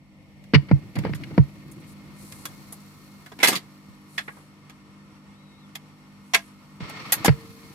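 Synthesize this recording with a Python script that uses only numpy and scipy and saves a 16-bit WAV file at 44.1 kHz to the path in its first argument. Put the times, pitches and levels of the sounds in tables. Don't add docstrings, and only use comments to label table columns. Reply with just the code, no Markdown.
import sys
import numpy as np
from scipy import signal
from scipy.fft import rfft, irfft, next_fast_len
from scipy.io import wavfile
from scipy.ndimage import uniform_filter1d

SR = 44100
rng = np.random.default_rng(int(sys.argv[2]) if len(sys.argv) > 2 else 0)


def file_out(sig):
    cols = np.atleast_2d(sig).T
    lim = np.clip(cols, -1, 1)
    pcm = np.round(lim * 32767).astype(np.int16)
    wavfile.write(sys.argv[1], SR, pcm)


N = 341438
TIME = np.arange(N) / SR

# (frequency [Hz], correlation [-1 to 1])
LIKENESS = [(60, -0.35), (180, 0.82), (550, 0.83), (1650, 0.13), (4970, -0.088), (15000, 0.17)]

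# (time [s], whirr level [dB], hum gain [dB], power share of the close whirr colour [0-1])
MICROPHONE_DISTANCE = [(0, -57, -4.5, 0.91), (.5, -50, -1.5, 1), (1.6, -53, 3.5, 1), (2.5, -50, -0.6, 0.34),
                       (3.0, -54, -1.5, .08), (5.0, -54.5, -2, 0.21), (7.74, -53, -1, 0)]
# (frequency [Hz], level [dB per Hz])
WHIRR_FAR = [(24, -63.5), (40, -6), (204, -5), (354, -9.5), (402, -19), (444, -12), (680, -21.5),
             (950, -19.5), (1340, -19.5), (1590, -27), (2150, -18), (2770, -19.5), (11600, -35),
             (16000, -74)]
# (frequency [Hz], level [dB per Hz])
WHIRR_NEAR = [(24, -45), (40, -2), (204, -5.5), (249, -26.5), (312, -7), (392, -26.5), (516, -16),
              (1550, -41), (2100, -21), (3740, -31.5), (11600, -47), (16000, -61)]
# (frequency [Hz], width [Hz], level [dB])
STEADY_PEAKS = [(1160, 600, 7), (1824, 70, 7.5), (2147, 23, 9), (2570, 70, -15.5), (4220, 71, -13.5),
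                (4430, 83, 3.5), (5500, 160, 4), (8000, 150, 3), (11800, 150, 5)]
MAINS_HZ = 50
HUM_LEVELS = [-71, -64.5, -55.5, -52.5, -60, -60.5, -63]

# (frequency [Hz], level [dB per Hz])
RUB_SPECTRUM = [(2350, -33.5), (4000, -2), (4320, 1.5), (4840, -5), (9680, -8), (11600, -6), (15100, -12),
                (16200, -28.5), (16500, -61.5)]
# (time [s], level [dB])
CAM_LEVEL = [(0, -81), (.45, -73.5), (1.1, -64), (2.1, -65.5), (2.55, -57.5), (3.3, -62.5), (3.9, -67),
             (5.0, -79.5), (6.8, -68.5), (7.1, -57.5), (7.74, -57.5)]
# (start [s], length [s], level [dB], level change while sliding [dB/s])
SLIDE_EVENTS = [(1.797, 0.019, -61, -3), (1.86, .065, -57.5, 5), (2.133, 0.3, -52, -4),
                (3.39, .17, -44, -72), (4.06, .35, -53, -32), (6.187, .27, -69.5, 30)]
# (frequency [Hz], width [Hz], level [dB])
SLIDE_RESONANCE = [(9370, 3500, 7.5)]
SLIDE_IN, SLIDE_OUT = 0.28, 0.35

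# (time [s], frequency [Hz], level [dB], t60 [s])
SPRING_TONE = [(7.300, 456, -49, 1.8)]
# (time [s], frequency [Hz])
SQUEAK_GLIDE = [(5.325, 3330), (5.39, 3880), (5.44, 3960), (5.555, 3720), (5.605, 4080), (5.67, 3230)]
SQUEAK_DB, SQUEAK_SWELL_DB = -66, 4.5

# (time [s], crack level [dB], low mids [dB], t60 [s], cabinet boom level [dB])
PICKUP_JOLTS = [(0.536, -14, -6, 0.08, -4.5), (0.5446, -12.5, -34, 0.04, -9),
                (0.549, -10.5, -24, 0.029, -7), (0.5569, -16.5, -35, 0.014, -19),
                (0.686, -37, -10, 0.21, -33.5), (0.7127, -23.5, 5, 0.029, -4),
                (0.9544, -37, -10, 0.034, -26), (0.9623, -31.5, 3.5, 0.12, -19),
                (0.9885, -51, 12, 0.082, -22), (1.0361, -36, -14, 0.06, -34), (1.049, -28.5, 5, 0.051, -24),
                (1.0602, -35.5, 2.5, 0.13, -22.5), (1.094, -43, 5.5, 0.04, -21),
                (1.135, -28, -12, 0.014, -25.5), (1.2357, -33, -32, 0.038, -43),
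                (1.309, -44.5, 5, 0.076, -33), (1.3786, -21, 9.5, 0.028, -2.5), (3.885, -65, -8, 0.04, -43),
                (6.805, -52, 14, 0.12, -26.5), (7.28, -12.5, -3, 0.062, -5.5)]
JOLT_TREBLE_DB = -35
# (frequency [Hz], width [Hz], level [dB])
CONE_RESONANCES = [(458, 90, -2), (953, 126, 4), (1384, 830, -11.5), (1876, 85, 5), (2174, 240, -1.5),
                   (2640, 83, 1), (2900, 200, -3), (4560, 350, 6), (5640, 330, -8)]
# (frequency [Hz], left minus right [dB])
CONE_BALANCE = [(350, -7), (700, 1), (2400, 3), (4400, 10.5), (8000, 2)]
# (frequency [Hz], left [dB], right [dB], t60 [s], build-up [s], right lag [s])
CABINET_MODES = [(72.3, -3.5, -5.5, 0.069, 0.011, 0.0063), (99.3, -0.5, -6, 0.048, .011, 0.0043),
                 (139.3, -6.5, 0, 0.096, 0.012, .0015), (290, -4, -4.5, 0.031, 0.00048, 0.00017),
                 (193.4, -5, -2.5, 0.035, .003, .0003), (247, -8, -7.5, 0.036, 0.0017, 0.000093)]
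# (frequency [Hz], level [dB per Hz])
GROOVE_SPECTRUM = [(29, -55), (50, -25), (151, -1), (338, -3.5), (756, -15.5), (1300, -11), (1580, -18),
                   (2190, -5), (2850, -10), (4390, -13), (9000, -32), (11700, -79), (19800, -120)]
# (lands [s], lifts [s], hiss [dB], rumble [dB], hiss at the lift's end [dB], rumble there [dB])
STYLUS_DRAGS = [(0.556, 0.953, -59.5, -47, -75, -60), (0.99, 1.385, -53, -40.5, -57, -50),
                (6.8, 7.284, -40.5, -45.5, -53.5, -50.5)]
LAND_S, LIFT_S, AFTER_DB_PER_S = 0.0075, 0.08, -5.5

# (time [s], level [dB], low mids [dB],
# treble [dB], t60 [s], the struck part's own ring [Hz], thud [dB])
DECK_CLACKS = [(0.439, -51, -20, -11, 0.047, 2050, 0), (0.955, -37, -13, -14, 0.054, 4500, -6),
               (0.987, -34, -23, -10.5, 0.044, 2190, 12), (1.1485, -40.5, -6, -2, 0.066, 904, -3),
               (1.238, -40, -23, -19, 0.023, 4400, -15), (1.7145, -61, -2, 16, 0.069, 923, -5),
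               (2.3219, -38.5, -19, -5, 0.04, 1100, -9), (2.4543, -29, -1.5, -0.5, 0.063, 1100, -48),
               (2.7239, -45.5, 15, 10, 0.071, 11000, -14), (3.2618, -39.5, 1.5, -13, 0.06, 1860, -27),
               (3.3189, -40, 4, -14, 0.062, 1050, 10.5), (3.3884, -35.5, -7, -18, 0.076, 778, -1),
               (3.4007, -26.5, -5.5, -21, 0.29, 2310, -9), (3.4303, -7, -7.5, -12, 0.14, 2080, -14.5),
               (3.4455, -13, -1, -3, 0.052, 2230, -15), (3.4716, -13.5, -17, -6.5, 0.16, 4560, -35),
               (3.48, -16, 6, 4.5, 0.088, 2960, 3), (3.5122, -26.5, 7, -16, 0.22, 2160, 10),
               (3.5269, -21.5, -6, -10.5, 0.12, 1110, -13), (3.5546, -20, -18.5, -12.5, 0.078, 4500, -4),
               (4.1794, -17.5, -15.5, -25, 0.088, 1900, -31), (4.28, -29, -4, -54, 0.081, 1950, -9),
               (4.369, -47, 12, -28, 0.11, 1126, -3), (4.6967, -42, -14, -14.5, 0.062, 1300, -15),
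               (5.7531, -28.5, -1.5, -7, 0.054, 3450, -33), (6.3366, -16, -2, -18.5, 0.11, 5900, -25),
               (6.3443, -7.5, -15, -15.5, 0.058, 2200, -22), (6.8944, -44, 18.5, 14.5, 0.066, 920, -10.5),
               (7.1224, -16.5, -2, 0, 0.076, 11900, -41), (7.2462, -18, 2.5, -2.5, 0.088, 780, -2),
               (7.2579, -16.5, -6, -7.5, 0.049, 1050, 0)]
# (frequency [Hz], width [Hz], level [dB])
DECK_RESONANCES = [(1644, 41, 10), (2080, 77, -3), (2880, 79, -14), (3393, 7.7, 0), (4340, 27, -6.5),
                   (4670, 55, -13), (6126, 320, -6), (6660, 440, -8), (7700, 39, -19), (10600, 44, -12.5),
                   (9860, 22, -16), (11400, 34, -9), (11180, 250, -22.5), (12400, 49, -17.5),
                   (11100, 63, -14), (12400, 31, -6.5), (12940, 110, -11.5), (14800, 91, -26)]
DECK_PAN_DB = -2.2

# (frequency [Hz], left minus right [dB])
PORT_BALANCE = [(700, 0.2), (1300, 0), (2400, 0.8), (6000, 0), (13000, 4.5)]
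LEAD = 256
EDGE_HZ = 16300
FULL_SCALE = .97
HALVES = np.array([[.5], [-.5]])


def amp(db):
    return 10 ** (np.asarray(db) / 20)


def evened(x):
    return x / np.sqrt(np.mean(x ** 2) + 1e-20)


def read(points, hz):
    f, value = np.transpose(points)
    return np.interp(np.log(hz + 1), np.log(f + 1), value)


def curve(rows, column):
    rows = np.asarray(rows)
    return np.interp(TIME, rows[:, 0], rows[:, column], left=-120, right=rows[-1, column])


def ramp(s, length):
    return np.clip((TIME - s) / max(length, 1e-4), 0, 1)


def add(mix, s, sound):
    part = mix[:, round(s * SR):][:, :sound.shape[1]]
    part += sound[:, :part.shape[1]]


def humps(peaks, hz):
    return 1 + sum(amp(db) / np.sqrt(1 + (2 * (hz - f) / w) ** 4) for f, w, db in peaks)


def resonances(peaks, hz, between_db):
    response = amp(between_db)
    for k, (f, w, db) in enumerate(np.maximum(peaks, (0, 45, -99))):
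        response = response + (-1) ** k * amp(db) / (1 + 2j * (hz - f) / w)
    return response


def pair(length):
    hz = np.fft.rfftfreq(length, 1 / SR)
    a, b = rfft(rng.standard_normal((2, length)))
    same = np.clip(read(LIKENESS, hz), -1, 1)
    return hz, np.array([a, same * a + np.sqrt(1 - same ** 2) * b])


def slow_waver(size):
    once = uniform_filter1d(rng.standard_normal(N), size)
    return evened(uniform_filter1d(once, size))


def noise(gain, waver_db, waver_s):
    hz, z = pair(next_fast_len(N))
    waver = slow_waver(max(round(waver_s * SR), 1))
    return evened(irfft(z * gain(hz))[:, :N]) * amp(waver_db * waver)


def blow(tilt, t60, body, rise_s, top_hz, strike):
    hz, z = pair(16384)
    t = np.maximum(np.arange(16384) - LEAD, 0) / SR
    chatter = amp(3.1 * evened(uniform_filter1d(rng.standard_normal(16384), 60)))
    envelope = amp(-60 * t / max(t60, .004)) * (1 - np.exp(-t / rise_s)) ** 2
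    burst = irfft(z) * chatter * envelope
    burst[:, LEAD + 20] += strike
    treble_edge = 1 + (hz / top_hz) ** 16
    out = irfft(rfft(burst) * amp(read(tilt, hz)) * body(hz) / treble_edge)
    middle = irfft(rfft(out) * ((hz > 1000) & (hz < 5000)))
    loudest = uniform_filter1d((middle ** 2).mean(0), 130).max()
    return out[:, :12000] / np.sqrt(2 * loudest)


def room(x, t60, wet_db):
    t = np.arange(SR // 3) / SR
    tail = rng.standard_normal((2, len(t))) * amp(-60 * t / t60) * (t > .004)
    tail = tail / np.linalg.norm(tail[0])
    return x + amp(wet_db) * signal.fftconvolve(x, tail, axes=1)[:, :N]


def hum():
    out = np.zeros((2, N))
    for hz, db in zip(MAINS_HZ * np.arange(1, len(HUM_LEVELS)), HUM_LEVELS):
        waver = slow_waver(3000)
        turn = 2 * np.pi * (hz * TIME + rng.random()) + .3 * np.array([[0], [1]])
        out += np.sqrt(2) * amp(db + 2.0 * waver) * np.sin(turn)
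    return out


def motor():
    near = noise(lambda hz: amp(read(WHIRR_NEAR, hz)) * humps(STEADY_PEAKS, hz), 1.0, 0.034)
    far = noise(lambda hz: amp(read(WHIRR_FAR, hz)) * humps(STEADY_PEAKS, hz), 1.0, 0.034)
    share = np.clip(curve(MICROPHONE_DISTANCE, column=3), 0, 1)
    whirr = np.sqrt(share) * near + np.sqrt(1 - share) * far
    whirr_gain = amp(curve(MICROPHONE_DISTANCE, column=1))
    hum_gain = amp(curve(MICROPHONE_DISTANCE, column=2))
    return whirr_gain * whirr + hum_gain * hum()


def rubbing():
    slide_gain = 0
    for s, length, db, slope in SLIDE_EVENTS:
        rise = ramp(s, SLIDE_IN * length)
        fall = 1 - ramp(s + length, SLIDE_OUT * length)
        slide_gain = slide_gain + rise * fall * amp(db + slope * np.clip(TIME - s, 0, length))
    cam_noise = noise(lambda hz: amp(read(RUB_SPECTRUM, hz)), 1.4, 0.0048)
    slide_noise = noise(lambda hz: amp(read(RUB_SPECTRUM, hz)) * humps(SLIDE_RESONANCE, hz), 1.0, 0.005)
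    return amp(curve(CAM_LEVEL, column=1)) * cam_noise + slide_gain * slide_noise


def arm():
    s, hz, db, t60 = SPRING_TONE[0]
    late = np.maximum(TIME - s, 0)
    spring = amp(db - 60 * late / t60) * np.minimum(late / .02, 1) * np.sin(2 * np.pi * hz * late)
    jitter = 1 + 0.11 * uniform_filter1d(rng.standard_normal(N), 150)
    glide = np.interp(TIME, *np.transpose(SQUEAK_GLIDE)) * jitter
    start, end = SQUEAK_GLIDE[0][0], SQUEAK_GLIDE[-1][0]
    swell = amp(SQUEAK_DB + SQUEAK_SWELL_DB * ramp(start, end - start))
    level = swell * ramp(start, 0.026) * (1 - ramp(end - .015, .02))
    squeak = level * np.sin(2 * np.pi * np.cumsum(glide) / SR)
    return np.sqrt(2) * np.array([spring + squeak, spring + 0.46 * np.roll(squeak, 5)])


def boom():
    t, out = np.arange(SR // 2) / SR, 0
    for hz, left_db, right_db, t60, build, lag in CABINET_MODES:
        late = np.maximum(t - np.array([[0], [lag]]), 0)
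        swell = (1 - np.exp(-(late / build) ** 2)) ** 2 * amp(-60 * late / t60)
        mode = swell / swell.max() * np.sin(2 * np.pi * hz * late)
        out = out + amp([[left_db], [right_db]]) * mode
    return signal.sosfilt(signal.butter(6, 58, "high", fs=SR, output="sos"), out)


def cone(hz):
    return resonances(CONE_RESONANCES, hz, -7) * amp(HALVES * read(CONE_BALANCE, hz))


def groove():
    out = np.zeros((2, N))
    rumble_peaks = [(89, 40, -4.0), (140, 95, 1), (250, 130, -4.0), (305, 36, -0.5)]  # (Hz, width Hz, dB)
    hiss = noise(lambda hz: amp(read(GROOVE_SPECTRUM, hz)) * humps(STEADY_PEAKS, hz) * (hz > 400), 1.5, 0.011)
    rumble = noise(lambda hz: resonances(rumble_peaks, hz, -56.5), 3.6, 0.017)
    for lands, lifts, hiss_db, rumble_db, hiss_after_db, rumble_after_db in STYLUS_DRAGS:
        lifted = ramp(lifts, LIFT_S)
        fade_db = AFTER_DB_PER_S * np.maximum(TIME - lifts, 0)
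        hiss_gain = amp(hiss_db + lifted * (hiss_after_db - hiss_db) + fade_db)
        rumble_gain = amp(rumble_db + lifted * (rumble_after_db - rumble_db) + fade_db)
        out += ramp(lands, LAND_S) * (hiss_gain * hiss + rumble_gain * rumble)
    return out


def loudspeaker():
    out, cabinet = groove(), boom()
    for s, db, low_db, t60, boom_db in PICKUP_JOLTS:
        tilt = [(80, low_db + 15), (350, low_db + 13), (800, low_db + 8.5), (2200, 4),
                (3600, -10), (5200, -15.5), (7500, JOLT_TREBLE_DB)]
        crack = blow(tilt, t60, cone, 0.00011, 14000, 3.35)
        add(out, s - LEAD / SR, amp(db) * crack)
        add(out, s, amp(boom_db) * cabinet)
    return out


def deck():
    out = np.zeros((2, N))
    for s, db, low_db, high_db, t60, own_hz, thud_db in DECK_CLACKS:
        place, size = rng.random((2, 40))
        # (Hz, width Hz, dB)
        scatter = np.transpose([600 * 24 ** np.sort(place), 35 + 60 * size, 3 - 9 * size])
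        parts = [(own_hz, 0.076 * own_hz + 30, 5), *DECK_RESONANCES, *scatter]
        tilt = [(60, thud_db - 20.5), (200, thud_db + 12.5), (650, low_db + 3.5), (2500, 0),
                (5000, 0.44 * high_db), (9000, high_db + 1.5)]
        clack = blow(tilt, t60, lambda hz: resonances(parts, hz, -2.8), .0012, 13800, 1.7)
        add(out, s - .001 - LEAD / SR, amp(db + HALVES * DECK_PAN_DB) * clack)
    return out


def scene():
    background = motor() + rubbing() + arm()
    return background + room(loudspeaker(), 0.28, -25.0) + room(deck(), 0.23, -25.5)


def record(dry):
    dry = signal.sosfilt(signal.butter(4, 42, "high", fs=SR, output="sos"), dry)
    length = next_fast_len(N)
    ports = amp(HALVES * read(PORT_BALANCE, np.fft.rfftfreq(length, 1 / SR)))
    dry = irfft(rfft(dry, length) * ports, length)[:, :N]
    dry = dry / (1 + (dry / FULL_SCALE) ** 4) ** .25
    band_limit = signal.firwin(511, EDGE_HZ, window=("kaiser", 9), fs=SR)
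    return signal.oaconvolve(dry, band_limit[None], "same")


dry = scene()
out = record(dry)
file_out(out)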